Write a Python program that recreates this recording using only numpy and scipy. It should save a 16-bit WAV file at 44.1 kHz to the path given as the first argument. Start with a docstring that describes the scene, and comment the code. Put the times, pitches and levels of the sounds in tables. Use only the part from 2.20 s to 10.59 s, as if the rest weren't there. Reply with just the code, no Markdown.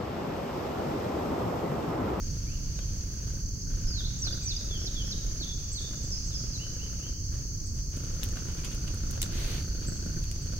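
"""Crickets trill everywhere and a cat purrs close by, over a low rumble of air, in a summer yard beside a wood.
The purr is a train of puffs and pops, sounded by chest and nose; the trills are paired tone strokes and noise.
A songbird in the trees sings slurred syllables, mostly in pairs: gliding whistles with the echoes of the wood.
The cat is stroked, then steps off a plank onto weeds and gravel: noise with tiny catches.
A sleeve swishes past in smoother noise; snaps, dull taps and hard purr pulses are brief noise bursts."""
import sys
import numpy as np
from scipy import signal
from scipy.fft import rfft, irfft
from scipy.io import wavfile

SR = 44100
rng = np.random.default_rng(int(sys.argv[2]) if len(sys.argv) > 2 else 0)


def to_wav(s):
    """Save 16-bit WAV."""
    ch = np.atleast_2d(s).T  # columns
    pcm = np.round(np.clip(ch, -1, 1) * 32767)  # PCM
    wavfile.write(sys.argv[1], SR, pcm.astype(np.int16))


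N = 369999
T = np.arange(N) / SR
HZ = np.fft.rfftfreq(N, 1 / SR)

# Spectra give shape only: the sound is scaled to its level afterwards.

# bouts of purring, levels before the trims in purr(): (time [s], length [s], chest level [dB],
# lift of the chest's bass [dB], nose level [dB], nasal resonance [Hz])
PURR_BOUTS = [(0, 1.0, -59.5, 1, -85, 1490), (1.02, 0.15, -56.5, -3, -60, 1540),
              (1.459, 0.4, -61.5, -7, -55.5, 1530), (2.032, 0.14, -52.5, -7, -51, 1460),
              (2.373, 0.93, -53.5, -7, -71, 1450), (3.585, .29, -54.5, -0.5, -62, 1260),
              (4.07, 0.8, -57.5, 1, -62, 1400), (5.088, 0.15, -59, 4.5, -74, 1410),
              (5.733, 0.89, -53, 1.5, -56, 1380), (6.61, 0.82, -54, 1.5, -52.5, 1390),
              (7.449, 0.54, -54, 5, -53, 1470), (8.2, 0.22, -55.5, 4, -60, 1540)]
PURR_ATTACK_S, PURR_RELEASE_S = 0.028, 0.059
CHEST_REST_DB, NOSE_REST_DB = -66, -78.5
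PURR_BASS_HZ = 210  # the chest's bass lies below this
# mean flutter rate of the larynx: (time [s], rate [pulses/s])
PURR_RATE = [(0, 29.9), (3, 29.9), (6, 31), (6.75, 31), (7.2, 31.5), (7.6, 28.9), (8.39, 27)]
# spectrum of the cat's chest: (frequency [Hz], density [dB/Hz])
CHEST_SPECTRUM = [(60, 11), (150, 21.5), (240, 12), (330, 13), (420, 5), (520, 5), (850, -8.5), (1150, -27),
                  (1250, -4), (1700, -4.5), (2100, -17), (3000, -43), (5000, -17)]

# spells of rubbing on fur, cloth and leaves: (time [s], length [s], level [dB])
RUBS = [(0, 1.2, -69.5), (1.48, 0.59, -69), (2.03, 1.29, -68), (3.36, 1.555, -69), (5.11, 0.12, -69.5),
        (5.55, .05, -69.5), (5.71, 1.43, -66), (7.13, 1.3, -68.5)]
RUB_ATTACK_S, RUB_RELEASE_S, RUB_REST_DB = 0.025, 0.018, -76.5
# paws push into the weeds: (time [s], level [dB])
STEPS = [(6.01, -62), (6.15, -61), (6.27, -63), (6.36, -62.5), (6.43, -59.5), (6.66, -64), (6.92, -66),
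         (7.02, -59.5), (7.61, -64)]
STEP_ATTACK_S, STEP_HOLD_S, STEP_RELEASE_S = 0.012, 0.039, 0.027
# spectrum of rubbing fur and leaves: (frequency [Hz], density [dB/Hz])
RUB_SPECTRUM = [(100, 4), (320, 5), (550, 5.5), (900, 3), (1400, 2.5), (2000, -1.5), (2900, 3), (4500, -2),
                (8000, -5), (12000, -16), (16000, -27)]
# the sleeve's one pass: time nearest, half width, level
SLEEVE_S, SLEEVE_WIDTH_S, SLEEVE_DB = 7.27, 0.14, -51
# spectrum of the sleeve: (frequency [Hz], density [dB/Hz])
SLEEVE_SPECTRUM = [(180, -36), (300, -5.5), (490, -10.5), (587, -12.5), (959, -18), (1290, -18),
                   (1850, -15), (4470, -13), (6400, -29), (7060, -21.5), (15000, -27.5)]

# dry snaps and clicks: (time [s], level [dB], decay time [s], brightness [dB/octave])
SNAPS = [(0.59, -42, 0.003, -9), (5.764, -45, 0.0087, -2), (6.0327, -23, 0.00083, -7),
         (6.037, -23, 0.0025, 19), (6.088, -41, .004, 0), (6.445, -36.5, 0.009, -4.5),
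         (6.513, -42.5, 0.015, -8), (6.545, -43, .005, -2), (6.678, -38, 0.0044, -9), (6.744, -39, .002, 2),
         (6.91, -30, 0.0014, 4), (7.0177, -14, 0.00032, 0.5), (7.019, -20.5, 0.0015, 2),
         (7.0281, -21, 0.0016, -4), (8.04, -39, .002, -5), (8.114, -32, 0.0016, -5.5)]
# spectrum of a snap before its brightness tilt: (frequency [Hz], density [dB/Hz])
SNAP_SPECTRUM = [(300, -46), (1500, -16), (3000, 1), (4500, -2), (6000, 2), (7900, 4), (8700, 1),
                 (10000, 1), (13000, -4), (16000, -8)]
# soft dull taps and single hard pulses of the purr: (time [s], level [dB])
TAPS_AND_PULSES = [(0.589, -39.5), (1.028, -42.5), (2.07, -34.5), (2.128, -42), (2.617, -39), (3.733, -42),
                   (5.14, -45), (6.169, -36), (6.977, -35), (8.324, -40), (8.334, -38)]
# spectrum of a tap or hard purr pulse: (frequency [Hz], density [dB/Hz])
TAP_PULSE_SPECTRUM = [(150, -16), (500, 6.5), (900, -20), (1450, 1), (2000, -19), (2800, -12), (6000, -22),
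                      (14000, -32)]

# the bird's syllables, one row a note, before each call's pitch ratio and level:
# (delay [s], length [s], start [Hz], middle [Hz], end [Hz], level [dB])
SWOOP = [(0, .18, 5690, 4760, 3050, 0), (.185, .043, 3360, 4110, 4450, 0)]
WHIP = [(0, 0.045, 7300, 7670, 8000, -16), (.037, 0.0296, 6150, 6000, 5870, 1),
        (.056, .057, 5850, 4430, 3260, -1.5), (.143, .016, 4930, 4906, 4750, 0)]
SEESAW = [(0, .098, 3650, 3338, 2934, -2), (.095, 0.102, 5400, 5500, 5360, -4.5),
          (.164, .03, 5800, 4410, 3410, 4)]
SLUR = [(0, .054, 4850, 4410, 3090, -0.5), (.06, 0.086, 3720, 3726, 3676, -7.5)]
WARBLE = [(0, .04, 7950, 7400, 7300, -10.5), (.083, .04, 5610, 5000, 4750, 4),
          (.122, 0.0353, 4740, 5230, 5470, -0.5)]
DROP = [(0, 0.084, 6500, 4570, 4200, 0)]
WHISTLE = [(0.0023, .09, 2550, 3030, 3020, 0)]
RISE = [(0, .12, 1950, 2700, 2980, 0)]
DIP = [(0, .18, 2770, 2400, 3400, 0)]
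CHIP = [(0, 0.022, 7200, 7330, 8200, 0)]
# bird calls: (time [s], syllable, pitch ratio [1], level [dB])
SONG = [(.257, RISE, 1, -55), (.55, DROP, 0.76, -56), (1.41, CHIP, .7, -45), (1.65, SWOOP, 0.96, -38),
        (1.98, WHIP, 0.98, -31.5), (2.219, WHIP, 1, -32), (2.184, DIP, 1, -57.5),
        (2.492, SEESAW, 0.99, -40), (2.742, SEESAW, 0.99, -39), (3.193, SLUR, 0.94, -37),
        (3.517, CHIP, 1.045, -39), (3.544, SLUR, .96, -37.5), (3.829, WARBLE, 1.02, -38),
        (4.056, WARBLE, 1.02, -39.5), (4.08, DROP, .8, -52.5), (4.301, DROP, 0.95, -42.5),
        (4.384, WHISTLE, 1, -45.5), (4.585, WHISTLE, 0.99, -49), (4.802, WHISTLE, 1, -50),
        (5.456, CHIP, 1.06, -48), (6.36, DIP, 0.97, -57), (7.669, CHIP, 1.04, -38),
        (7.723, CHIP, 0.74, -47), (8.218, CHIP, 1.1, -53)]

# near crickets, levels before their common swell:
# (stroke pairs [1/s], top pitch [Hz], pitch fall [Hz], level [dB], lag of the left ear [ms])
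NEAR_CRICKETS = [(18.8, 6880, 800, -50.5, .01), (17.9, 6650, 850, -53.5, .07), (25.0, 6450, 800, -54, -.06)]
# common swell of the near crickets: (time [s], level [dB])
NEAR_DB = [(0, -5.5), (2.5, 0), (5, -3.5), (8.39, -7.5)]
# two low-pitched crickets together: (time [s], level [dB])
LOW_CRICKET_DB = [(0, -61), (4.5, -75), (6.5, -58.5), (7.6, -50.5), (8.39, -51)]
# spectrum of the far insects: (frequency [Hz], density [dB/Hz])
CHORUS_SPECTRUM = [(3800, -30.5), (4100, -15), (4400, -4), (4750, -1), (5200, -8), (5700, -1), (6100, 4),
                   (6600, 2), (6780, -12), (6980, -12), (7700, -14), (8500, -56)]
# far insects: (time [s], level [dB])
CHORUS_DB = [(0, -43.5), (1.5, -43.5), (4, -41), (5.5, -43), (8.39, -43.5)]

# spectrum of the moving air's rumble: (frequency [Hz], density [dB/Hz])
RUMBLE_SPECTRUM = [(8.8, -25), (15, -2), (37, 1), (65, -3), (100, -5), (159, -12.5), (184, -17.5),
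                   (334, -26.5), (392, -30.5), (587, -42.5), (700, -56), (910, -74), (1540, -120)]
# moving air: (time [s], level [dB])
WIND_DB = [(0, -32), (1, -34.5), (1.7, -30.5), (2.2, -35), (3, -33), (3.6, -36.5), (4.2, -33.5), (4.7, -35),
           (5.3, -33.5), (6.5, -34), (7.2, -32), (8.39, -33.5)]
# spectrum of the air's faint hiss: (frequency [Hz], density [dB/Hz])
AIR_SPECTRUM = [(300, -1), (700, 3.5), (1500, -1), (3500, -8), (7600, -13), (8400, -1.5), (10000, -2.5),
                (12000, 2), (13800, -7), (15500, 4)]
AIR_DB = -55.5
# likeness of left and right in noise from all around: (frequency [Hz], correlation [-1..1])
EAR_CORRELATION = [(30, 0.96), (92, 1), (140, 0.93), (210, 0.95), (330, 0.49), (500, 0.56), (770, -0.49),
                   (1170, -0.17), (1800, 0.31), (2700, 0.11), (4200, -0.25), (6400, 0.025), (10000, -0.22),
                   (15000, 0.036)]
EDGE_HZ = 15850  # upper band edge of the recorder


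def amp(db):
    """Logarithmic level: decibels become an amplitude gain."""
    return 10 ** (np.asarray(db) / 20)


def evened(x):
    """Normalization: scales to an rms value of 1."""
    return x / np.sqrt(np.mean(x ** 2) + 1e-20)


def read(points, hz):
    """Interpolation: reads a table on a logarithmic frequency axis."""
    f, value = np.transpose(points)
    return np.interp(np.log(hz + 1), np.log(f + 1), value)


def curve(rows):
    """Interpolation: reads a control curve at every sample."""
    return np.interp(T, *np.transpose(rows))


def add(mix, s, sound):
    """Superposition: mixes a sound (channels x samples) in at time s."""
    part = mix[:, max(round(s * SR), 0):][:, :sound.shape[1]]
    part += sound[:, :part.shape[1]]


def swells(rows, attack_s, release_s):
    """Addition of powers: gain of events (s, length s, dB) that each rise, hold and die away."""
    power = np.zeros(N)
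    for s, length, db in rows:
        t = T[:int((length + 6 * release_s) * SR)]
        rise = np.minimum(t / attack_s, 1)
        fall = np.exp(-np.maximum(t - length, 0) / release_s)
        gain = amp(db) * rise * fall
        add(power[None], s, gain[None] ** 2)
    return np.sqrt(power)


def drift(hz):
    """Random fluctuation: low-passed noise of rms 1, up to about hz."""
    return evened(irfft(rfft(rng.standard_normal(N)) * np.exp(-(HZ / hz) ** 2), N))


def colour(x, spectrum):
    """Linear filtering: shapes by a spectrum, keeping the power of white noise."""
    return irfft(rfft(x) * evened(amp(read(spectrum, HZ))), N)


def field(spectrum, envelope=1):
    """Partial coherence: noise from all around whose likeness in the two ears varies with frequency."""
    a, b = rfft(rng.standard_normal((2, N)) * envelope)
    same = np.clip(read(EAR_CORRELATION, HZ), -1, 1)
    right = same * a + np.sqrt(1 - same ** 2) * b
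    return colour(irfft(np.array([a, right]), N), spectrum)


def band_rms(x, lo_hz, hi_hz):
    """Band level: rms strength of a sound between two frequencies."""
    return np.std(irfft(rfft(x) * ((HZ > lo_hz) & (HZ < hi_hz)), N))


def resonate(x, hz, width):
    """Heterodyning: shifts the curve hz to zero, smooths twice and shifts back, a moving resonance."""
    turn = np.exp(2j * np.pi * np.cumsum(hz) / SR)
    r = np.exp(-np.pi * width / SR)
    smooth = signal.lfilter([(1 - r) ** 2], [1, -2 * r, r * r], x / turn)
    return (turn * smooth).real


def place(x, lag_ms):
    """Interaural delay: the left ear lags for a sound from the right, and leads if lag_ms is negative."""
    left = irfft(rfft(x) * np.exp(-2j * np.pi * HZ * lag_ms / 1000), N)
    return np.array([left, x])


def scatter(x, t60, wet_db, build_s=0.0006):
    """Multiple scattering: sparse echoes of trunks, leaves and house wall, distinct in each ear, build and die."""
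    t = np.arange(SR) / SR
    taps = rng.standard_normal((2, SR)) * (rng.random((2, SR)) < 0.05) * (t > 0.002)
    taps = taps * np.exp(-np.log(1000) * t / t60) * (1 - np.exp(-t / build_s))
    taps /= np.linalg.norm(taps, axis=1, keepdims=True)
    return x + amp(wet_db) * signal.fftconvolve(x, taps, axes=1)[:, :N]


def purr(puff_s=0.0038, between=0.29, chest_db=-1, nose_db=-7.5, nose_width=330, uneven_db=2.0):
    """Pulse excitation: each flutter of the larynx sends a puff into the chest and a pop that rings in the nose."""
    start, length, chest_dbs, bass_dbs, nose_dbs, nose_hz = np.transpose(PURR_BOUTS)
    chest_dbs = chest_dbs + chest_db  # trims of all the bouts
    nose_dbs = nose_dbs + nose_db

    def gain(rest_db, dbs):
        """Superposition of levels: the bouts rise from a resting amplitude."""
        return amp(rest_db) + swells(zip(start, length, dbs), PURR_ATTACK_S, PURR_RELEASE_S)

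    chest_gain = gain(CHEST_REST_DB, chest_dbs)
    bass_gain = gain(CHEST_REST_DB, chest_dbs + bass_dbs)
    nose_gain = gain(NOSE_REST_DB, nose_dbs)

    rate = curve(PURR_RATE) * (1 + 0.01 * drift(20))
    turns = np.cumsum(rate) / SR
    force = amp(uneven_db * drift(41))
    puffs = np.exp(-(turns % 1) / rate / puff_s)
    chest = field(CHEST_SPECTRUM, (between + puffs) * force)  # some noise remains between puffs
    chest = chest / band_rms(chest, 272, 650)
    bass = irfft(rfft(chest) / (1 + (HZ / PURR_BASS_HZ) ** 6), N)

    pops = np.diff(np.floor(turns), prepend=0) * force
    resonance_hz = np.interp(T, start + length / 2, nose_hz) * (1 + 0.019 * drift(40))
    nose = resonate(pops, resonance_hz, nose_width)
    nose = scatter(place(nose, lag_ms=0.062), t60=0.071, wet_db=1)
    return bass_gain * bass + chest_gain * (chest - bass) + nose_gain * evened(nose)


def rustle(grains_per_s=120, grain_db=4):
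    """Friction noise: fur and trodden leaves hiss with tiny catches; a smoother swish rises as a sleeve passes."""
    sizes = amp(grain_db * np.minimum(rng.exponential(1, N), 3)) * (rng.random(N) < grains_per_s / SR)
    catches = signal.lfilter([1], [1, -np.exp(-1 / (0.00069 * SR))], sizes)  # each decays in 0.69 ms
    fur = field(RUB_SPECTRUM, 1 + 0.56 * catches)
    sleeve = field(SLEEVE_SPECTRUM, 1 + 0.18 * catches)
    rubs = swells(RUBS, RUB_ATTACK_S, RUB_RELEASE_S)
    steps = swells([(s, STEP_HOLD_S, db) for s, db in STEPS], STEP_ATTACK_S, STEP_RELEASE_S)
    contact = np.sqrt(amp(RUB_REST_DB) ** 2 + rubs ** 2 + steps ** 2)
    passing = amp(SLEEVE_DB) / (1 + ((T - SLEEVE_S) / SLEEVE_WIDTH_S) ** 6)
    return contact * fur / band_rms(fur, 2003, 2482) + passing * sleeve / band_rms(sleeve, 1850, 2660)


def crack(decay_s, spectrum, tilt_db, shared=0.25, swell=0.12):
    """Transient radiation: a burst of coloured noise, partly shared by the ears, swells and dies fast."""
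    t = np.arange(4096) / SR
    hz = np.fft.rfftfreq(len(t), 1 / SR)
    noise = rng.standard_normal((3, len(t)))
    shape = evened(amp(read(spectrum, hz) + tilt_db * np.log2((hz + 500) / 6000)))
    envelope = np.exp(-t / decay_s) * (1 - np.exp(-t / (swell * decay_s)))
    burst = irfft(rfft(shared * noise[2] + 0.5 * noise[:2]) * shape) * envelope
    return evened(burst) * np.sqrt(np.mean(np.exp(-2 * t / decay_s)))  # its energy grows with its length


def clicks():
    """Transient excitation: twigs and gravel snap; soft dull taps and hard purr pulses sound from the cat."""
    out = np.zeros((2, N))
    for s, db, decay_s, tilt_db in SNAPS:
        add(out, s, amp(db) * crack(decay_s, SNAP_SPECTRUM, tilt_db))
    for s, db in TAPS_AND_PULSES:
        add(out, s, amp(db) * crack(0.0031, TAP_PULSE_SPECTRUM, 0))
    return scatter(out, t60=0.13, wet_db=-7.5)


def bird(waver=0.011, gain_db=0):
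    """Frequency modulation: whistles glide through three pitches, blurred by foliage and echoed by the wood."""
    song = np.zeros((1, N))
    unsteady = 1 + waver * drift(165)
    for s, syllable, pitch, call_db in SONG:
        for delay, length, start, middle, end, db in syllable:
            u = np.linspace(0, 1, max(int(length * SR), 8))
            glide = np.polyval(np.polyfit([0, 0.5, 1], [start, middle, end], 2), u)
            hz = pitch * glide * unsteady[int((s + delay) * SR):][:len(u)]
            note = signal.windows.tukey(len(u), 0.4) * np.sin(2 * np.pi * np.cumsum(hz) / SR)
            add(song, s + delay, amp(call_db + db) * note[None])
    direct = amp(gain_db) * place(song[0], lag_ms=0.11) * amp([[-1.5], [1.5]])  # louder at the right
    near = scatter(direct, t60=0.09, wet_db=-6)
    return scatter(near, t60=0.8, wet_db=-5, build_s=0.012)


def cricket(rate, top_hz, fall_hz, db, lag_ms, second_at=0.45, stroke_s=0.008):
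    """Stridulation: wing strokes come in pairs; the scraper slows along the file, so the pitch falls in each."""
    cycle = (np.cumsum(rate * (1 + 0.015 * drift(1.5) + 0.03 * drift(25))) / SR + rng.random()) % 1
    age = np.where(cycle < second_at, cycle, cycle - second_at) / rate
    stroke = np.minimum(age / stroke_s, 1)
    hz = top_hz - fall_hz * stroke + 70 * drift(29.86)
    tone = np.sin(2 * np.pi * np.cumsum(hz) / SR)
    song = np.sin(np.pi * stroke) * tone * amp(1.0 * drift(2.5))
    return amp(db) * evened(scatter(place(song, lag_ms), t60=0.15, wet_db=-6))


def insects():
    """Incoherent summation: countless far trills merge into bands of noise; a few nearer singers stand out."""
    far = amp(curve(CHORUS_DB) + 0.76 * drift(49)) * field(CHORUS_SPECTRUM) * amp([[-0.5], [0.5]])
    low = evened(cricket(27, 4700, 420, 0, 0.04) + cricket(33, 4780, 450, 0, -0.04))
    near = sum(cricket(*row) for row in NEAR_CRICKETS)
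    return far + amp(curve(LOW_CRICKET_DB)) * low + amp(curve(NEAR_DB)) * near


def breeze():
    """Broadband flow noise: moving air gives a lumpy low rumble and a faint even hiss."""
    level = amp(curve(WIND_DB) + 0.5 * drift(20))
    rumble = level * field(RUMBLE_SPECTRUM) * amp([[-0.7], [0.7]])
    return rumble + amp(AIR_DB) * field(AIR_SPECTRUM)


def scene():
    """Superposition: the sum of all that sounds in the yard."""
    return purr() + rustle() + clicks() + bird() + insects() + breeze()


def record(dry):
    """Low-pass filtering: the recorder's band limit."""
    lowpass = signal.firwin(511, EDGE_HZ, window=("kaiser", 9), fs=SR)
    return signal.oaconvolve(dry, lowpass[None], "same")


dry = scene()
out = record(dry)
to_wav(out)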